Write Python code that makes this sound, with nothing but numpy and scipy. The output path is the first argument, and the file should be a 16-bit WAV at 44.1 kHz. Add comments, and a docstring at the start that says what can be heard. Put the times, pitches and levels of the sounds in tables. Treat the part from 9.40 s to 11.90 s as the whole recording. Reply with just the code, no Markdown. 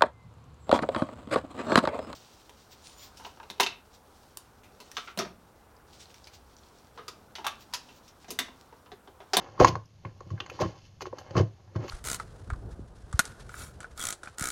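"""Squeezing slime on a table

Hands slap, fold and squeeze a lump of slime in a small room. Trapped air pockets pop,
each squeeze drives out a spray of tiny bubbles, and the palm thumps the tabletop.
In between, the slime crackles faintly as it sticks to the fingers, and thin threads of it snap."""
import sys
import numpy as np
from scipy import signal
from scipy.fft import rfft, irfft, next_fast_len
from scipy.io import wavfile
from scipy.ndimage import map_coordinates

SR = 44100
rng = np.random.default_rng(int(sys.argv[2]) if len(sys.argv) > 2 else 0)


def pcm_store(signal):
    """Save signal as 16-bit PCM."""
    levels = np.round(np.clip(np.atleast_2d(signal), -1, 1) * 32767)
    wavfile.write(sys.argv[1], SR, levels.astype(np.int16).T)


N = 110250  # 2.5 seconds


def amp(db):
    """Turn decibels into a number to multiply by."""
    return 10 ** (np.asarray(db) / 20)


def unit(x):
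    """Scale a sound to an average (rms) strength of 1."""
    return x / np.sqrt(np.mean(x ** 2) + 1e-20)


def along(points, hz):
    """Read between (frequency, value) points, with octaves evenly spaced."""
    f, values = np.transpose(points)
    return np.interp(np.log(hz + 1), np.log(f + 1), values)


def colour(x, tone):
    """Make some frequencies louder and others softer, following a tone table."""
    size = 2 * next_fast_len(len(x))
    gain = amp(along(tone, np.fft.rfftfreq(size, 1 / SR)))
    cepstrum = irfft(np.log(gain), size)
    # fold it so that the filter rings only after a sound, never before
    cepstrum[1:size // 2] *= 2
    cepstrum[size // 2 + 1:] = 0
    return irfft(rfft(x, size) * np.exp(rfft(cepstrum)), size)[:len(x)]


def add(track, start, sound):
    """Mix a sound in at a start time in seconds."""
    i = max(0, round(start * SR))
    part = sound[:max(0, N - i)]
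    track[i:i + len(part)] += part


def dying(t, fade):
    """Die away by 60 dB every `fade` seconds."""
    return np.exp(-np.log(1000) * t / fade)


def crackle(per_s, scatter_db):
    """Clicks at random times and of random size."""
    happens = rng.random(N) < per_s / SR
    size = amp(scatter_db * rng.standard_normal(N))
    return happens * size * rng.choice([-1, 1], N)


def noise(samples, tone):
    """Steady noise with the given tone."""
    return unit(colour(rng.standard_normal(samples), tone))


# Tone of the room's background: f/Hz, level/dB
RUMBLE_TONE = [(25, 0), (60, -7), (100, 5), (150, -4.5), (250, -17), (600, -20.5), (1100, -27),
               (2000, -31.5), (6500, -30), (14000, -27.5)]

def rumble():
    """The room hums with a quiet, low noise throughout."""
    return amp(-52.5) * noise(N, RUMBLE_TONE)


# How the faint crackle and the soft rubbing rise and fall: t/s, level/dB
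CLING_LEVELS = [(0.0, -53.5), (0.16, -66), (0.21, -57), (0.45, -73), (0.7, -68), (0.99, -65), (1.15, -58),
                (1.25, -50.5), (1.42, -62), (1.58, -71), (1.84, -59.5), (2.02, -67), (2.13, -71),
                (2.39, -77.5), (2.47, -64)]
RUB_LEVELS = [(0.0, -42.5), (0.18, -51.5), (0.25, -47), (0.36, -68), (0.41, -79), (0.67, -67), (1.13, -50),
              (1.23, -62), (1.37, -50.5), (1.43, -70), (1.66, -74), (1.79, -44.5), (1.84, -52), (1.9, -46),
              (2.08, -64), (2.31, -60.5), (2.4, -73), (2.47, -59)]
# Tone of wet clicks (also used for the spray) and of rubbing: f/Hz, level/dB
WET_TONE = [(300, -11), (1200, -2), (2100, -1.5), (3000, 5.5), (3700, -3.5), (4400, 4.5), (5400, -0.5),
            (6500, 0.5), (8000, -9), (13000, -9.5)]
RUB_TONE = [(100, -18.5), (250, -6), (350, -4.5), (600, 0.5), (800, 0), (1100, -5.5), (1500, -9.5),
            (3000, -23.5), (8000, -47.5)]

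def sticky_fingers():
    """Slime clings to moving fingers: a fine crackle over soft rubbing."""
    t = np.arange(N) / SR
    ticks = unit(colour(crackle(per_s=2200, scatter_db=6), WET_TONE))
    rub = unit(colour(crackle(per_s=2200, scatter_db=6), RUB_TONE))
    ticks_db = np.interp(t, *np.transpose(CLING_LEVELS)) - 1
    rub_db = np.interp(t, *np.transpose(RUB_LEVELS)) - 2
    return amp(ticks_db) * ticks + amp(rub_db) * rub


# Air pockets that burst: t/s, ring level/dB, f/Hz, fade/s, snap level/dB
AIR_POCKETS = [(0.178, -34.5, 1050, 0.035, -70.5), (0.1999, -9.5, 1026, 0.011, -16.5),
               (0.2046, -1.5, 436, 0.02, -32.5), (.2135, -3, 680, .025, -24.5),
               (0.2214, -5, 505, 0.05, -46), (0.2464, 0.5, 924, 0.018, -8.5),
               (.3545, -17, 972, 0.0076, -30.5), (.363, -31, 514, 0.042, -66.5),
               (0.6496, -28, 1088, 0.012, -62), (0.6523, -34, 1984, 0.0062, -45),
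               (0.806, -32.5, 979, .016, -43), (0.811, -32, 450, 0.0083, -62),
               (0.904, -37, 1074, 0.028, -44.5), (0.978, -40, 1470, 0.032, -66.5),
               (1.0022, -23, 2940, 0.0058, -29), (1.003, -31.5, 1120, 0.03, -48),
               (1.005, -21.5, 2720, 0.0079, -49), (1.062, -35, 1100, 0.0043, -32),
               (1.0987, -32.5, 2580, 0.026, -34), (1.1173, -33.5, 454, 0.038, -64),
               (1.191, -25.5, 1050, .035, -47), (1.2185, -19, 508, 0.014, -32.5),
               (1.2251, -14.5, 458, 0.01, -49), (1.235, -23.5, 1000, .02, -46),
               (1.608, -37, 1137, 0.028, -28.5), (1.62, -39, 1016, .012, -29),
               (1.626, -33.5, 420, 0.06, -47), (1.656, -25, 1105, 0.0065, -41),
               (1.671, -30, 420, 0.02, -59), (1.7282, -29.5, 930, 0.015, -63), (1.732, -26, 508, .028, -68),
               (1.7846, -42, 1206, 0.028, -33), (1.787, -53.5, 2500, 0.025, -33.5),
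               (1.908, -36, 571, 0.045, -35), (1.953, -25.5, 1085, .018, -53),
               (1.967, -20.5, 1073, .012, -24.5), (1.977, -17.5, 503, .025, -32),
               (1.987, -21.5, 1004, .025, -55), (1.999, -17, 484, 0.076, -45),
               (2.009, -18, 348.5, .04, -52), (2.354, -36, 1063, 0.06, -49),
               (2.362, -39.5, 1624, 0.026, -52), (2.437, -34, 504, 0.054, -37),
               (2.481, -34.5, 1097, 0.047, -32), (2.496, -30.5, 4020, 0.045, -40)]
# Tone of a pocket's snapping skin: f/Hz, level/dB
SNAP_TONE = [(200, -17), (900, 9), (1600, 10.5), (2200, -5), (3000, 1.5), (3700, -16.5), (4400, 4),
             (5400, -9.5), (6500, 0.5), (12000, -31)]

def pops():
    """A pocket's skin snaps and its air rings briefly, shaky and sagging in pitch."""
    attack_s, sag_s, shakes_per_cycle = 0.0006, 0.0036, 2.466
    out, t = np.zeros(N), np.arange(SR // 10) / SR
    for start, db, hz, fade, snap_db in AIR_POCKETS:
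        # the soft wall shakes the pitch, which starts high and sags as the pocket opens
        shake = map_coordinates(rng.standard_normal(len(t)), [t * hz * shakes_per_cycle])
        pitch = hz * (1 + 0.08 * np.exp(-t / sag_s) + 0.19 * shake)
        phase = 2 * np.pi * np.cumsum(pitch) / SR
        shape = (1 - np.exp(-t / attack_s)) * dying(t, fade)
        ring = np.sin(phase) * shape / shape.max()
        snap = noise(len(t), SNAP_TONE) * dying(t, fade=0.017)
        add(out, start, amp(db) * ring + amp(snap_db) * snap)
    return out


def bubbles(sizes=24, per_s=1500, middle_hz=680, ring_cycles=7):
    """A dense froth of tiny bubbles; smaller ones ring higher and die sooner."""
    froth, t = np.zeros(N), np.arange(SR // 20) / SR
    for step in np.linspace(-2, 2, sizes):
        hz = middle_hz * np.exp(0.62 * step)
        ring = np.sin(2 * np.pi * hz * t) * dying(t, ring_cycles / hz)
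        starts = crackle(per_s / sizes, scatter_db=3)
        weight = np.exp(-step ** 2 / 4)  # middle sizes are strongest
        froth += weight * signal.fftconvolve(starts, ring)[:N]
    return unit(froth)


# Presses, each at its hardest: t/s, rise/s, fall/s, bubble level/dB, spray level/dB, fizz level/dB
PRESSES = [(.204, 0.011, 0.084, -16.5, -30.5, -34), (.252, 0.04, 0.051, -27.5, -34.5, -51),
           (0.276, 0.0067, 0.012, -33, -27, -58), (.288, .02, 0.0071, -52, -29, -27),
           (0.661, 0.029, 0.071, -45, -67, -70.5), (0.916, 0.025, 0.016, -51, -50.5, -63),
           (1.008, 0.03, 0.055, -47, -56, -61.5), (1.098, 0.0034, 0.019, -68, -62, -37.5),
           (1.164, 0.086, 0.0126, -47, -51.5, -63.5), (1.214, 0.022, 0.027, -23, -31, -36),
           (1.24, .03, 0.072, -33.5, -49.5, -70), (1.46, 0.045, 0.046, -63, -54, -62),
           (1.621, 0.012, 0.011, -37.5, -35, -34), (1.669, 0.026, 0.022, -40.5, -47, -56),
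           (1.787, 0.0054, 0.038, -57, -48.5, -40.5), (1.982, 0.033, 0.026, -22.5, -32, -57.5),
           (2.004, .02, 0.026, -29, -45, -63), (2.364, 0.013, 0.011, -35, -48.5, -73),
           (2.45, 0.1, 0.044, -37, -51.5, -64), (2.498, 0.037, .05, -66, -41.5, -37)]
# Tone of tearing slime film: f/Hz, level/dB
FIZZ_TONE = [(2000, -40.5), (4500, -21.5), (6500, -5), (8500, -10), (12000, 0.5), (15000, 0.5)]

def squeezes():
    """Each press swells and fades, driving bubbles, a wet spray and the fizz of tearing film."""
    t = np.arange(N) / SR
    bubble_gain, spray_gain, fizz_gain = np.zeros((3, N))
    for peak, rise, fall, bubble_db, spray_db, fizz_db in PRESSES:
        press = 10 ** -np.maximum((peak - t) / rise, (t - peak) / fall)  # 20 dB per rise or fall time
        bubble_gain += amp(bubble_db) * press
        spray_gain += amp(spray_db) * press
        fizz_gain += amp(fizz_db) * press
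    spray = unit(colour(crackle(per_s=2500, scatter_db=6), WET_TONE))
    fizz = unit(colour(crackle(per_s=2500, scatter_db=6), FIZZ_TONE))
    return bubble_gain * bubbles() + spray_gain * spray + fizz_gain * fizz


# The palm landing on the table: t/s, level/dB, contact/s
PALM_HITS = [(0.204, -21, 0.001), (0.249, -30, 0.0015), (0.291, -26.5, 0.0034), (.325, -29.5, 0.006),
             (.36, -29, 0.0084), (.654, -32.5, 0.0051), (0.867, -41, 0.0046), (0.913, -19.5, 0.015),
             (0.935, -27, 0.0082), (1.222, -27.5, 0.0012), (1.254, -26.5, 0.0044), (1.909, -40.5, 0.0026),
             (1.956, -26.5, 0.0012), (1.972, -17.5, 0.0041), (2.003, -14, 0.0052), (2.032, -28, 0.0094),
             (2.359, -24.5, 0.004), (2.395, -33, 0.0035)]
# Notes the tabletop rings with: f/Hz, level/dB, fade/s
TABLE_NOTES = [(87, -10.5, 0.048), (108.5, 0, 0.19), (136.1, -6, .13), (178.5, -6.5, 0.13),
               (286.6, -16, 0.068), (332.5, 0, 0.11), (359.5, -8.5, .14), (519, -6, 0.12), (633, -9, 0.15),
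               (1043, -7.5, 0.12)]
# How well the tabletop passes its shaking to the air: f/Hz, level/dB
TABLE_TONE = [(30, -25.5), (55, -23), (85, -0.5), (150, 7.5), (300, 0.5), (700, 10.5)]

def thumps():
    """A soft push of the palm rings the tabletop; a longer contact sounds duller."""
    out, t = np.zeros(N), np.arange(SR // 2) / SR
    for start, db, contact in PALM_HITS:
        ring = np.zeros(len(t))
        for hz, note_db, fade in TABLE_NOTES:
            strength = amp(note_db + rng.normal(0, 0.52))  # no two hits are quite alike
            ring += strength * np.sin(2 * np.pi * hz * t) * dying(t, fade)
        push = t * dying(t, contact)
        thump = signal.fftconvolve(ring, push / push.sum())[:len(t)]
        add(out, start, amp(db) * thump)
    return colour(out, TABLE_TONE)


# Single threads of slime that break: t/s, level/dB
THREAD_BREAKS = [(0.399, -60), (.457, -42), (0.736, -64), (0.7784, -49), (.8765, -48), (1.0025, -34),
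                 (1.0988, -41), (1.36, -52), (1.62, -34.5), (1.785, -30)]
# Tone of a breaking thread: f/Hz, level/dB
THREAD_TONE = [(1500, -23), (3700, -13), (4800, -1), (5600, 17), (6500, -9), (9000, -7), (12000, 9)]

def threads():
    """A stretched thread parts with one thin, crisp tick."""
    out, t = np.zeros(N), np.arange(SR // 20) / SR
    for start, db in THREAD_BREAKS:
        tick = noise(len(t), THREAD_TONE) * dying(t, fade=0.009)
        add(out, start, amp(db) * tick)
    return out


# First echoes from nearby surfaces: delay/s, gain
EARLY_ECHOES = [(.0023, 0.38), (.0037, 0.31), (.0052, 0.15), (0.011, .14), (0.0182, 0.058)]
# How long the room keeps ringing: f/Hz, fade/s
ROOM_FADES = [(100, .3), (500, .24), (1200, .24), (3000, .25), (7000, .22), (12000, .12)]

def room(x):
    """Nearby surfaces echo first, then comes a short, blurred tail."""
    out = x.copy()
    for delay, gain in EARLY_ECHOES:
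        add(out, delay, gain * x)
    hz, t, bands = signal.stft(rng.standard_normal(SR // 2), SR, nperseg=256)
    fades = along(ROOM_FADES, hz)[:, None]
    _, tail = signal.istft(bands * dying(t, fades), SR, nperseg=256)
    echoes = signal.fftconvolve(x, tail / np.linalg.norm(tail))
    add(out, start=0.004, sound=amp(-14.5) * echoes)
    return out


# How the hands and tabletop around the slime change its tone: f/Hz, level/dB
SURROUNDING_TONE = [(150, 0), (230, -0.5), (350, 3), (440, -3), (520, -0.5), (720, -2), (900, -3.5),
                    (1090, 6), (1300, -5.5), (1500, -0.5), (2000, 0)]

def scene():
    """The slime with its room echoes, plus the table thumps and the quiet rumble."""
    background = rumble()
    slime = colour(sticky_fingers() + pops() + squeezes() + threads(), SURROUNDING_TONE)
    return (background + room(slime) + thumps())[None]


# How strongly the microphone picks up each frequency: f/Hz, level/dB
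MIC_TONE = [(20, -11.5), (70, -0.5), (6700, -4.5), (7700, -21), (12000, -20.5), (15000, -32.5)]

def record(dry):
    """A small microphone, dull above 7 kHz, that cuts off the very highest sounds."""
    top_hz = 15600
    size = next_fast_len(N + SR // 2)
    spectrum = rfft(colour(dry[0], MIC_TONE), size)
    passes = np.fft.rfftfreq(size, 1 / SR) < top_hz
    return irfft(spectrum * passes, size)[None, :N]


dry = scene()
out = record(dry)
pcm_store(out)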